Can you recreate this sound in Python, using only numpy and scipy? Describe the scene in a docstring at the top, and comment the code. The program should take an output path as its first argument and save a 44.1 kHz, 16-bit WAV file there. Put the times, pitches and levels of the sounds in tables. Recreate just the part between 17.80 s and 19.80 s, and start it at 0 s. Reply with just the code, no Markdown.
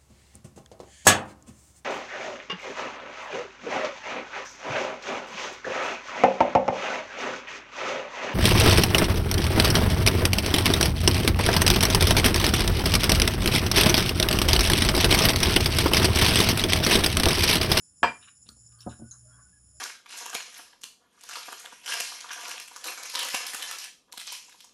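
"""Eating crab at a table

Crab is eaten at a wooden table in a small hard-walled room. A hard blow, three quick cracks of noise, splits
a claw; fading tones make the claw, the table top and a steel utensil ring with it. Then shell snaps (ticks
with a ringing band of noise) and crackles (showers of random grains), and soft bumps wake the table's low
tones. Fluttering noise and thin squeaks are meat sucked from a leg, and short bright noises are wet lips.
Underneath lie a thin high hiss, a room rumble and two wavering low hums.
"""
import sys
import numpy as np
from scipy import signal
from scipy.fft import rfft, irfft, next_fast_len
from scipy.io import wavfile
from scipy.ndimage import map_coordinates

SR = 44100
rng = np.random.default_rng(int(sys.argv[2]) if len(sys.argv) > 2 else 0)


def waveform_to_disk(signal):
    """Save audio, clipped to [-1, 1], as 16-bit WAV at the path in sys.argv[1]."""
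    frames = np.transpose(np.atleast_2d(signal))
    scaled = np.clip(frames, -1, 1) * 32767
    samples = np.round(scaled).astype(np.int16)
    wavfile.write(sys.argv[1], SR, samples)


N = 88200  # samples, two seconds

# Quick cracks of the hard blow. Each row: start in seconds, level in dB.
BLOW_CRACKS = [(0.2302, -13.5), (0.2334, -15.5), (0.2402, -18.5)]
# Tones of the claw and table top. Each row: pitch in Hz, relative level in dB, time to fall 60 dB in seconds.
CLAW_AND_TABLE_TONES = [(240, -22, .17), (465, -20, .22), (542, -11, .1), (718, -3, .085), (775, -11, .07),
                        (916, -8, .21), (982, -1, .105), (1047, -8, .085), (1115, -3, .075),
                        (1187, -11, .08), (1281, -8, .07), (1665, 3, .04), (1720, -10, .12),
                        (2515, -8, .05)]
# Colour of the splitting shell. Each row: frequency in Hz, relative level in dB per Hz.
CRACK_COLOUR = [(30, -49), (100, -23), (300, -6.5), (600, -11), (1000, -4.5), (1400, -4), (1720, -5.5),
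                (2000, -15.5), (2600, -8.5), (3200, -12.5), (3600, -30), (4200, -17.5), (4600, -26.5),
                (5300, -22.5), (6300, -38.5), (7700, -26), (9000, -52), (12500, -67.5), (14600, -58),
                (16000, -74)]
# Tones of the steel utensil; the close pair beats.
# Each row: pitch in Hz, level in dB, time to fall 60 dB in seconds, rise time in seconds.
STEEL_TONES = [(2376, -17, .185, .036), (2391, -20, .185, .036), (4899, -31.5, .175, .01),
               (8000, -39, .135, .001), (11828, -44, .085, .008)]
CRACK_DB, CRACK_T60_S, CRACK_RISE_S = -3, 0.025, 0.0001  # T60 is the time to fall 60 dB
BODY_DB, BODY_RISE_S = -12, 0.0014
BLOW_ROOM_DB = 0.5

# Small snaps of shell. Each row: start in seconds, level in dB, pitch in Hz,
# time for the ring to fall 60 dB in seconds, level of the splinter tick in dB before the snap's own level.
SHELL_SNAPS = [(.4274, -49.5, 3710, 0.044, -20.5), (0.6903, -30.5, 4300, 0.014, -15.5),
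               (0.6888, -41.5, 8500, 0.027, -3.5), (.6895, -54, 1350, 0.12, -30),
               (.9877, -57, 4530, 0.097, -16), (0.99, -64, 3170, 0.19, -19),
               (1.0056, -42.5, 5400, 0.09, -5.5), (1.006, -63, 3840, 0.051, -12),
               (1.0935, -53.5, 3820, 0.17, -4), (1.3112, -37, 6840, 0.024, -34),
               (1.3142, -38.5, 6520, 0.11, -45), (1.3115, -55.5, 4070, 0.11, -26)]
# Colour of the splinter tick. Each row: frequency in Hz, relative level in dB per Hz.
SPLINTER_COLOUR = [(200, -11), (800, -53), (1300, 3), (2100, -41), (3400, 6), (5500, 8), (9000, 1.5),
                   (12000, -18), (15000, -18)]
SNAP_HALF_WIDTH_HZ, SNAP_ROOM_DB = 168, -9.5

# Crackling under pressure. Each row: start in seconds, length in seconds, level in dB, centre in Hz.
SHELL_CRACKLES = [(0.409, 0.066, -58, 2400), (0.466, 0.034, -52, 2135), (0.652, 0.04, -62.5, 3360),
                  (0.919, 0.015, -70.5, 2450), (1.004, 0.036, -54.5, 3970), (1.095, 0.054, -61, 2700)]
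# Resonances of the bending shell. Each row: frequency in Hz, relative level in dB.
SHELL_RESONANCES = [(500, 5.5), (1150, 8), (1700, 1), (2150, -12.5), (2850, 4), (3300, -6), (3800, 3.5),
                    (4600, -14), (5400, 9.5), (6200, -6), (9000, 12), (12000, -9)]
CRACKLE_OCTAVES, GRAINS_PER_S = 0.62, 1500  # spread around the centre; average grain rate

# Soft bumps on the table. Each row: start in seconds, level in dB,
# corner in Hz above which the bump is dulled, level of the push in dB before the bump's own level.
TABLE_BUMPS = [(0.2215, -44, 400, -1), (0.659, -66, 545, 7), (0.687, -56, 396, 6),
               (0.711, -56.5, 314, -3.5), (0.764, -67.5, 600, 9.5), (1.063, -29.5, 650, -1),
               (1.0668, -34.5, 1090, 3), (1.074, -32.5, 970, -5.5), (1.083, -42.5, 600, 8.5),
               (1.193, -41.5, 440, -2), (1.2150, -34, 250, 3), (1.2235, -43, 262, -7),
               (1.239, -49.5, 410, -3)]
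# Tones of the table. Each row: pitch in Hz, relative level in dB, time to fall 60 dB in seconds.
TABLE_TONES = [(78, -6.5, 0.18), (116, -8, 0.25), (229, 1, .11), (330, -4, 0.074), (373.3, -10, 0.048),
               (554.5, -8.5, .08), (710, -0.5, .065), (887, -4.5, .09), (1241, -11.5, 0.086)]
# Colour of the dull push. Each row: frequency in Hz, relative level in dB per Hz.
THUD_COLOUR = [(25, -23.5), (75, -1), (250, 4), (450, -3.5), (900, -3.5), (1400, -14.5), (2000, -29.5),
               (5000, -55.5)]
THUD_T60_S, BUMP_RISE_S, BUMP_ROOM_DB = 0.08, 0.002, -13.5

# Loudness of the sucking. Each row: time in seconds, level in dB.
SUCK_LEVELS = [(.88, -93), (.93, -78), (1.04, -66.5), (1.12, -58), (1.19, -70), (1.25, -76.5), (1.3, -82),
               (1.34, -65.5), (1.44, -88.5), (1.51, -68), (1.545, -67.5), (1.59, -61.5), (1.66, -73.5),
               (1.72, -86), (1.81, -90.5)]
# Resonance of the mouth. 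Each row: frequency in Hz, relative level in dB per Hz.
MOUTH_COLOUR = [(300, -35), (620, -15.5), (900, -14.5), (1130, -4.5), (1250, -9.5), (1450, -1),
                (1640, -3.5), (1780, -19), (2300, -31.5), (4000, -41)]
# Thin squeaks. Each row: start in seconds, length in seconds, pitch in Hz, level in dB.
LIP_SQUEAKS = [(.91, .13, 1220, -67.5), (1.198, .11, 1470, -63.5), (1.303, 0.086, 1340, -65),
               (1.427, .11, 620, -72), (1.475, 0.066, 1380, -63), (1.512, 0.068, 3310, -76),
               (1.57, 0.15, 1490, -70), (1.718, 0.083, 1650, -67.5), (1.924, .09, 620, -70)]
SQUEAK_WAVER = 0.016  # typical pitch change, as a share of the pitch

# Tiny wet clicks of the lips. Each row: start in seconds, level in dB.
LIP_SMACKS = [(.6895, -62), (.703, -64), (.985, -68.5), (1.007, -62), (1.058, -73), (1.245, -74)]
# Colour of the clicks. Each row: frequency in Hz, relative level in dB per Hz.
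SMACK_COLOUR = [(3000, -30), (8000, -3), (12000, -3), (14500, 2), (16000, -4)]
SMACK_T60_S = 0.1

# Colour of the steady hiss. Each row: frequency in Hz, relative level in dB per Hz.
HISS_COLOUR = [(2350, -60.5), (4000, -39), (4640, -30), (5000, -11.5), (5400, -4), (5750, -17.5),
               (6050, -38.5), (6410, -18), (6700, -5), (7050, 6), (7430, -10.5), (7800, -9.5),
               (8500, -17.5), (9100, -10), (9710, -1), (10350, -0.5), (10900, -15), (11500, -38.5),
               (15500, -42.5)]
# Slow change of the hiss. Each row: time in seconds, change in dB.
HISS_SWELL = [(0, 2), (.15, -0.5), (.4, 4), (.6, 0), (.8, 0), (1.1, 4), (1.5, 2.5), (1.75, -0.5), (2, 0.5)]
# Colour of the room rumble. Each row: frequency in Hz, relative level in dB per Hz.
RUMBLE_COLOUR = [(20, -21), (45, -10.5), (70, -1), (110, -3.5), (170, -6), (270, -12.5), (420, -24.5),
                 (560, -23.5), (900, -28.5), (1600, -25.5), (2100, -35), (3100, -31.5), (4200, -40),
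                 (8000, -59)]
# Slow change of the rumble. Each row: time in seconds, change in dB.
RUMBLE_SWELL = [(0, -1.5), (.5, -5.5), (.72, -1.5), (1.7, -2), (2, -3)]
HISS_DB, RUMBLE_DB = -60.5, -66
HISS_DRIFT_DB, HISS_SPLIT_HZ = 2.77, 8200  # only the hiss below the split drifts
# Loudness of the low hum. Each row: time in seconds, level in dB.
HUM_LEVELS = [(0, -89), (.6, -74), (0.779, -65.5), (.87, -62.5), (1.05, -56), (1.3, -61), (1.5, -57),
              (1.62, -61), (1.7, -74.5), (2, -65)]
# Loudness of the deep drone. Each row: time in seconds, level in dB.
DRONE_LEVELS = [(0, -82.5), (0.499, -91.5), (.72, -64), (1, -71.5), (1.6, -63), (1.74, -71), (1.809, -62),
                (2, -62.5)]
HUM_HZ, DRONE_HZ = 119, 63

# How long the room rings. Each row: frequency in Hz, time to fall 60 dB in seconds.
ROOM = [(100, 0.36), (300, .23), (700, .22), (1800, .24), (4800, 0.2), (9000, 0.35), (14000, 0.17)]
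LOW_CUT_HZ, TOP_HZ = 50, 15560


def amp(db):
    """Turn dB into a plain multiplier."""
    return 10 ** (np.asarray(db) / 20)


def unit(x):
    """Scale a sound to an rms (average strength) of 1."""
    return x / np.sqrt(np.mean(x ** 2) + 1e-20)


def along(points, hz):
    """Read a table of (Hz, value) rows at any frequency, on a log axis."""
    f, v = np.transpose(points)
    return np.interp(np.log(hz + 1), np.log(f + 1), v)


def curve(rows):
    """Join (time, value) rows with straight lines, one value per sample."""
    return np.interp(np.arange(N) / SR, *np.transpose(rows))


def wobble(rate):
    """A smooth random curve through `rate` random points a second."""
    knots = rng.standard_normal(int(N * rate / SR) + 4)
    return map_coordinates(knots, [np.arange(N) * rate / SR])


def filtered(x, response):
    """Multiply the spectrum of x by a response that depends on frequency."""
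    m = next_fast_len(len(x) + SR // 4)  # spare room at the end
    spectrum = rfft(x, m) * response(np.fft.rfftfreq(m, 1 / SR))
    return irfft(spectrum, m)[:len(x)]


def noise(colour, size):
    """Random noise with the given colour and an rms of 1."""
    return unit(filtered(rng.standard_normal(size), lambda hz: amp(along(colour, hz))))


def ring(tones, t):
    """A struck object: a sum of pure tones, each dying away at its own speed."""
    return sum(amp(db - 60 * t / t60) * np.sin(2 * np.pi * hz * t) for hz, db, t60 in tones)


def add(track, s, sound):
    """Lay a sound into a track, starting at s seconds."""
    part = track[round(s * SR):][:len(sound)]
    part += sound[:len(part)]


def room(x, wet_db):
    """Add the answer of the walls: a fresh noise tail whose pitches fade at different speeds."""
    hz, t, z = signal.stft(rng.standard_normal(SR // 2), SR, nperseg=256)
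    fade = amp(-60 * t / along(ROOM, hz)[:, None])
    tail = signal.istft(z * fade, SR, nperseg=256)[1]
    tail *= 1 - np.exp(-(np.arange(len(tail)) / SR / 0.002) ** 2)  # builds up over about 2 ms
    walls = signal.fftconvolve(x, tail / np.linalg.norm(tail))[:len(x)]
    return x + amp(wet_db) * walls


def blow():
    """The shell gives way in quick noisy steps; claw, table and steel ring from the first one."""
    out, t = np.zeros(N), np.arange(SR // 2) / SR
    for s, db in BLOW_CRACKS:
        fade = amp(CRACK_DB - 60 * t / CRACK_T60_S)
        rise = 1 - np.exp(-(t / CRACK_RISE_S) ** 2)
        crack = fade * noise(CRACK_COLOUR, len(t)) * rise
        add(out, s, amp(db) * room(crack, BLOW_ROOM_DB))
    first = BLOW_CRACKS[0][0]
    body = amp(BODY_DB) * ring(CLAW_AND_TABLE_TONES, t) * (1 - np.exp(-t / BODY_RISE_S))
    add(out, first, room(body, wet_db=-9))
    steel = sum(ring([(hz, db, t60)], t) * (1 - np.exp(-t / rise)) for hz, db, t60, rise in STEEL_TONES)
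    add(out, first, room(steel, wet_db=-13))
    return out


def snaps():
    """Each splinter ticks, and rings as a narrow band of noise around its own pitch."""
    out, t = np.zeros(N), np.arange(SR // 3) / SR
    for s, db, hz, t60, splinter_db in SHELL_SNAPS:
        resonance = lambda f: 1 / (1 + ((f - hz) / SNAP_HALF_WIDTH_HZ) ** 2)
        band = unit(filtered(rng.standard_normal(len(t)), resonance))
        tone = band * amp(-3.5 - 60 * t / t60) * (1 - np.exp(-t / 0.00025))
        tick = amp(splinter_db - 60 * t / 0.018) * noise(SPLINTER_COLOUR, len(t))
        add(out, s, amp(db) * room(tone + tick, SNAP_ROOM_DB))
    return out


def crackles():
    """Showers of tiny fractures, coloured by the shell, swell and fade as it bends."""
    out, t = np.zeros(N), np.arange(SR // 4) / SR
    for s, length, db, centre in SHELL_CRACKLES:
        grains = rng.standard_normal(len(t)) * (rng.random(len(t)) < GRAINS_PER_S / SR)

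        def colour(hz):
            """The shell's resonances, weakening away from the centre."""
            octaves = np.log2((hz + 1) / centre)
            return amp(along(SHELL_RESONANCES, hz)) * np.exp(-0.5 * (octaves / CRACKLE_OCTAVES) ** 2)

        swell = abs(np.sin(np.pi * np.minimum(t / length, 1)))
        add(out, s, amp(db) * unit(filtered(grains, colour)) * swell)
    return room(out, wet_db=-7)


def bumps():
    """Soft contacts push dully and wake mostly the low tones of the table."""
    out, t = np.zeros(N), np.arange(SR // 3) / SR
    for s, db, corner, push_db in TABLE_BUMPS:
        thud = amp(push_db - 60 * t / THUD_T60_S) * noise(THUD_COLOUR, len(t))
        contact = (ring(TABLE_TONES, t) + thud) * (1 - np.exp(-t / BUMP_RISE_S))
        dulling = signal.butter(2, corner, fs=SR)
        add(out, s, amp(db) * signal.lfilter(*dulling, contact))
    return room(out, BUMP_ROOM_DB)


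def sucking():
    """Juice drawn from the leg flutters in the mouth's resonance; the lips squeak in wavering tones."""
    out = noise(MOUTH_COLOUR, N) * amp(curve(SUCK_LEVELS) + wobble(54))
    for s, length, hz, db in LIP_SQUEAKS:
        swell = np.sin(np.pi * np.clip((np.arange(N) / SR - s) / length, 0, 1))
        pitch = hz * (1 + SQUEAK_WAVER * wobble(83))
        phase = 2 * np.pi * np.cumsum(pitch) / SR
        out += amp(db + 4.1 * wobble(70.33)) * swell * np.sin(phase)
    return out


def smacks():
    """Airy clicks of wet lips: bright noise that starts at once and dies away."""
    out, t = np.zeros(N), np.arange(SR // 5) / SR
    for s, db in LIP_SMACKS:
        add(out, s, noise(SMACK_COLOUR, len(t)) * amp(db - 60 * t / SMACK_T60_S))
    return out


def hum(hz, levels):
    """A low pure tone that wavers in pitch and level."""
    phase = 2 * np.pi * np.cumsum(hz * (1 + 0.025 * wobble(39))) / SR
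    tone = np.sqrt(2) * np.sin(phase)  # rms of 1
    return tone * amp(curve(levels) + wobble(54))


def background():
    """Thin coloured hiss whose lower band drifts in level, a room rumble and two low hums."""
    hiss = noise(HISS_COLOUR, N) * amp(HISS_DB + curve(HISS_SWELL) + 0.51 * wobble(25))
    lower = filtered(hiss, lambda hz: 1 / (1 + (hz / HISS_SPLIT_HZ) ** 20))
    upper = hiss - lower
    hiss = upper + lower * amp(HISS_DRIFT_DB * wobble(35))
    rumble = noise(RUMBLE_COLOUR, N) * amp(RUMBLE_DB + curve(RUMBLE_SWELL) + 0.99 * wobble(10))
    return hiss + rumble + hum(HUM_HZ, HUM_LEVELS) + hum(DRONE_HZ, DRONE_LEVELS)


def scene():
    """Everything at the table, added together in one channel."""
    eating = blow() + snaps() + crackles() + bumps() + sucking() + smacks()
    return (eating + background())[None]


def record(dry):
    """The recorder weakens the deepest bass and keeps nothing above its top frequency."""
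    thin = signal.lfilter(*signal.butter(2, LOW_CUT_HZ, "highpass", fs=SR), dry)
    return np.array([filtered(x, lambda hz: hz < TOP_HZ) for x in thin])


dry = scene()
out = record(dry)
waveform_to_disk(out)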